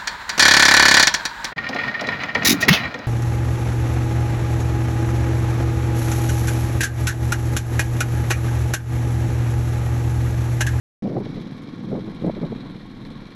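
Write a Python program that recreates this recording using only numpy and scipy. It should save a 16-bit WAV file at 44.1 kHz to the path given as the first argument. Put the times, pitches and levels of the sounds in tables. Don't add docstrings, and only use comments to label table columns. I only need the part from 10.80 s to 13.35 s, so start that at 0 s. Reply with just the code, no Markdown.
import sys
import numpy as np
from scipy import signal
from scipy.fft import rfft, irfft, next_fast_len
from scipy.io import wavfile
from scipy.ndimage import uniform_filter1d

SR = 44100
rng = np.random.default_rng(int(sys.argv[2]) if len(sys.argv) > 2 else 0)


def persist_wave(psi):
    counts = np.round(np.clip(psi, -1, 1) * 32767).astype(np.int16)
    wavfile.write(sys.argv[1], SR, np.atleast_2d(counts).T)


N = 112454
T = np.arange(N) / SR


def undb(db):
    return 10 ** (np.asarray(db) / 20)


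def unit(x):
    return x / np.sqrt(np.mean(x ** 2) + 1e-20)


def curve(rows):
    return np.interp(T, *np.array(rows).T)


def bursts(rows):
    return sum(undb(db) * (T > at) * np.exp(-np.abs(T - at) / decay) for at, db, decay in rows)


def noise():
    return rng.standard_normal(N)


def wobble(hz):
    span = max(int(SR / hz), 1)
    return unit(uniform_filter1d(uniform_filter1d(noise(), span, mode="wrap"), span, mode="wrap"))


def colour(x, eq):
    size = next_fast_len(N + 8192) // 2 * 2
    hz, db = np.array(eq).T
    bins_hz = np.maximum(np.fft.rfftfreq(size, 1 / SR), 1)
    gain = undb(np.interp(np.log(bins_hz), np.log(hz), db))
    cepstrum = irfft(np.log(gain))
    cepstrum[1:size // 2] *= 2
    cepstrum[size // 2 + 1:] = 0
    return unit(irfft(rfft(x, size) * np.exp(rfft(cepstrum)))[:N])


def ring(x, hz, width):
    return unit(signal.lfilter(*signal.iirpeak(hz, hz / width, SR), x))


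def even(x, span_s):
    span = int(span_s * SR)
    return x / np.sqrt(uniform_filter1d(uniform_filter1d(x ** 2, span), span) + 1e-9)


# f/Hz, level/dB
RUMBLE_EQ = [(10, -15.5), (25, 7.5), (42, 4), (55, -6.5), (70, -20), (120, -59)]
# t/s, level/dB
RUMBLE_FADER = [(0.22, -50), (0.6, -43), (0.67, -53), (1.03, -57), (1.13, -47), (1.35, -48), (1.47, -43),
                (1.9, -47), (2.2, -49), (2.33, -43), (2.55, -54)]


def handling():
    return even(colour(noise(), RUMBLE_EQ), span_s=0.089) * undb(curve(RUMBLE_FADER))


# f/Hz, level/dB
FLUTTER_EQ = [(60, -21), (72, -21), (98, -4.5), (160, 0.5), (220, 1.5), (300, -2), (400, -14), (500, -12.5),
              (650, -31.5), (1000, -46), (2000, -67.5)]
# t/s, level/dB
FLUTTER_FADER = [(0.22, -35), (0.45, -31.5), (0.6, -33), (0.68, -35.5), (0.95, -36.5), (1.08, -29),
                 (1.25, -32), (1.35, -35), (1.55, -32), (1.76, -33), (2.0, -37.5), (2.15, -38.5),
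                 (2.3, -35), (2.55, -42.5)]


def wind():
    eddy_db = 3
    eddies = noise() * undb(eddy_db * wobble(hz=83))
    return even(colour(eddies, FLUTTER_EQ), span_s=0.027) * undb(curve(FLUTTER_FADER))


# centre t/s, length/s, level/dB, crackle gain relative to the thump
BUFFET_CUES = [(0.23, 0.02, -26.5, 0.03), (0.26, 0.041, -20.5, 0.02), (0.311, 0.032, -26.5, 0.11),
               (0.351, 0.037, -24.5, 0.08), (0.37, 0.0081, -20, 0.16), (0.378, 0.027, -21.5, 0.01),
               (0.413, 0.018, -23.5, 0.11), (0.465, 0.013, -28, 0.03), (0.578, 0.033, -30, 0),
               (1.128, 0.032, -23, 0.02), (1.153, 0.01, -21, 0.16), (1.177, 0.036, -26.5, 0.11),
               (1.283, 0.015, -31, 0.13), (1.425, 0.0082, -24, 0.13), (1.447, 0.018, -18.5, 0.08),
               (1.477, 0.024, -17, 0.09), (1.499, 0.0057, -20, 0.38), (1.573, 0.019, -27, 0),
               (1.619, 0.011, -27, 0), (1.64, .025, -22, 0.13), (1.725, .012, -24.5, 0.06)]
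# f/Hz, level/dB
THUMP_EQ = [(60, -24.5), (75, -25.5), (110, -7.5), (185, 4.5), (330, -2.5), (520, -8), (700, -18),
            (900, -26), (1250, -43), (2000, -59), (6000, -100)]
CRACKLE_EQ = [(100, -34.5), (400, 6.5), (900, 5), (1500, -9.5), (2200, -13), (3200, -33), (8000, -61)]


def buffets():
    thump_power, crackle_power = 0, 0
    for at, length, db, bright in BUFFET_CUES:
        power = undb(db) ** 2 * np.exp(-(2 * (T - at) / length) ** 4)
        thump_power += power
        crackle_power += power * bright ** 2
    thump = even(colour(noise(), THUMP_EQ), span_s=0.01)
    crackle = even(colour(noise(), CRACKLE_EQ), span_s=0.0067)
    return np.sqrt(thump_power) * thump + np.sqrt(crackle_power) * crackle


# f/Hz, level/dB
ROAD_EQ = [(200, 2), (450, -4.5), (700, 1), (1100, -1), (1400, -6), (2200, -16), (3000, -21), (6000, -50)]
SAND_EQ = [(3000, -16.5), (6500, 2), (9000, 5), (12500, -5)]
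# t/s, level/dB
ROAD_FADER = [(0.22, -48), (0.6, -48.5), (0.9, -50), (1.3, -47.5), (1.8, -47), (2.13, -53), (2.27, -49.5),
              (2.55, -52)]
# t/s, level/dB, decay/s
SPRAY_CUES = [(0.779, -70, .008), (0.819, -64, .006), (1.346, -63, .007), (1.462, -62, .007),
              (2.302, -67, .014)]


def tyres():
    grains_per_s, spread_db = 900, 0.5
    grains = rng.random(N) < grains_per_s / SR
    grit = grains * noise() * undb(spread_db * rng.exponential(size=N))
    roll = colour(unit(grit) + noise(), ROAD_EQ) * undb(curve(ROAD_FADER))
    return roll + bursts(SPRAY_CUES) * colour(noise(), SAND_EQ)


# f/Hz, level/dB
CASING_EQ = [(700, -8), (1100, -5), (1270, -11.5), (1700, -0.5), (2350, -1), (2520, -11.5), (2950, -8),
             (3300, -2.5), (3700, -0.5), (4200, -1), (4600, -15), (5600, -21.5), (6500, -27), (7800, -38.5),
             (12000, -49)]


def casing(drive):
    return colour(drive, CASING_EQ)


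# t/s, level/dB, decay/s
RATTLE_CUES = [(0.452, -56, .014), (0.563, -51, .012), (1.806, -45, .008), (2.251, -43, 0.008)]


def rattles():
    return bursts(RATTLE_CUES) * casing(noise())


# t/s, firing rate/Hz
FIRING_RATE = [(0.22, 18.7), (0.5, 18.3), (0.7, 18.0), (0.85, 18.6), (1.08, 18.7), (1.25, 19.5),
               (1.5, 19.8), (1.93, 20.4), (2.13, 19.3), (2.35, 19.8), (2.55, 19.8)]


def engine_cycle():
    firing_s = 0.499
    cycle = np.cumsum(curve(FIRING_RATE)) / SR
    return cycle - np.interp(firing_s, T, cycle)


def strokes(cycle, phase, scatter_db):
    turn = np.floor(cycle - phase).astype(int)
    age = (cycle - phase - turn) / curve(FIRING_RATE)
    gains = undb(scatter_db * rng.standard_normal(128))
    return age, gains[turn % len(gains)]


# f/Hz, level/dB
HISS_EQ = [(3000, -14.5), (5500, 2.5), (7500, -1.5), (11000, 0), (12600, -3)]


def engine_hiss(cycle):
    level_db, swing_db, flicker_db, peak_phase = -71, 4, 2.5, 0.11
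    swell_db = swing_db * np.cos(2 * np.pi * (cycle - peak_phase))
    swell = undb(swell_db + flicker_db * wobble(hz=120))
    return undb(level_db) * colour(noise() * swell, HISS_EQ)


# phase after the exhaust pulse/cycles, relative level/dB, decay/s
KNOCK_PATTERN = [(0.098, -1, 0.0075), (0.21, -2.5, 0.0068), (0.51, -5.5, 0.0026), (0.83, 0.5, 0.0056)]


def knock_envelope(cycle):
    power = 1.0
    for phase, db, decay in KNOCK_PATTERN:
        age, gain = strokes(cycle, phase, scatter_db=1.8)
        power += (2 * undb(db) * gain * np.exp(-age / decay)) ** 2
    return np.sqrt(power)


# f/Hz, level/dB
CHAIN_EQ = [(900, -16), (1400, 2.5), (2300, 0.5), (2600, -4.5), (3900, -5), (4700, -3.5), (5500, -3),
            (6300, -11.5), (7600, -22), (12000, -36)]
# t/s, level/dB
CHAIN_FADER = [(0.22, -55), (0.42, -59.5), (0.455, -54.5), (0.51, -56), (0.56, -55), (0.62, -57),
               (0.7, -58), (0.9, -59), (1.5, -60), (1.9, -64), (2.55, -61.5)]


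def chain(knocks):
    return colour(noise() * knocks, CHAIN_EQ) * undb(curve(CHAIN_FADER))


# f/Hz, width/Hz, relative level/dB
CASING_MODES = [(1092, 32, 5.5), (1389, 45, -1), (1642, 58, -3), (1850, 48, -15), (2060, 20, -10.5),
                (2236, 20, -1), (2368, 44, -1.5), (3251, 33, -3), (3940, 33, -1), (4270, 150, -9.5),
                (5300, 90, -19)]
# t/s, level/dB
CLATTER_FADER = [(0.22, -56), (0.42, -54.5), (0.455, -46), (0.51, -51.5), (0.56, -48.5), (0.7, -51.5),
                 (1.1, -52), (1.45, -50), (1.82, -49.5), (2.15, -51.5), (2.3, -50.5), (2.55, -51.5)]


def valve_gear(knocks):
    ring_db = -2
    modes = unit(sum(undb(db) * ring(noise() * knocks, hz, width) for hz, width, db in CASING_MODES))
    clatter = casing(noise() * knocks) + undb(ring_db) * modes
    return unit(clatter) * undb(curve(CLATTER_FADER))


# f/Hz, level/dB
SILENCER_EQ = [(40, -33.5), (75, -25), (120, 0.5), (210, -1.5), (330, -5), (520, -28), (800, -39),
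               (2000, -49.5), (6000, -110)]
# t/s, level/dB
THROTTLE_FADER = [(0.22, -40.5), (0.7, -37.5), (1.0, -37), (1.4, -40), (1.8, -41), (2.1, -44.5),
                  (2.55, -49.5)]


def exhaust(cycle):
    puff_decay_s, puff_db = 0.0026, -9.5
    age, gain = strokes(cycle, phase=0, scatter_db=1.2)
    pulses = (np.diff(age, prepend=0) < 0) * gain
    puffs = noise() * gain * np.exp(-age / puff_decay_s)
    thuds = colour(pulses, SILENCER_EQ) + undb(puff_db) * colour(puffs, SILENCER_EQ)
    return unit(thuds) * undb(curve(THROTTLE_FADER))


def scene():
    cycle = engine_cycle()
    knocks = knock_envelope(cycle)
    engine = engine_hiss(cycle) + chain(knocks) + valve_gear(knocks) + exhaust(cycle)
    return (wind() + handling() + buffets() + tyres() + rattles() + engine)[None]


def record(dry):
    start_s, fade_s, top_hz = 0.2225, 0.001, 12600
    gate = np.clip((T - start_s) / fade_s, 0, 1)
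    lowpass = signal.ellip(10, 0.2, 70, top_hz, fs=SR, output="sos")
    return signal.sosfilt(lowpass, dry * gate)


dry = scene()
out = record(dry)
persist_wave(out)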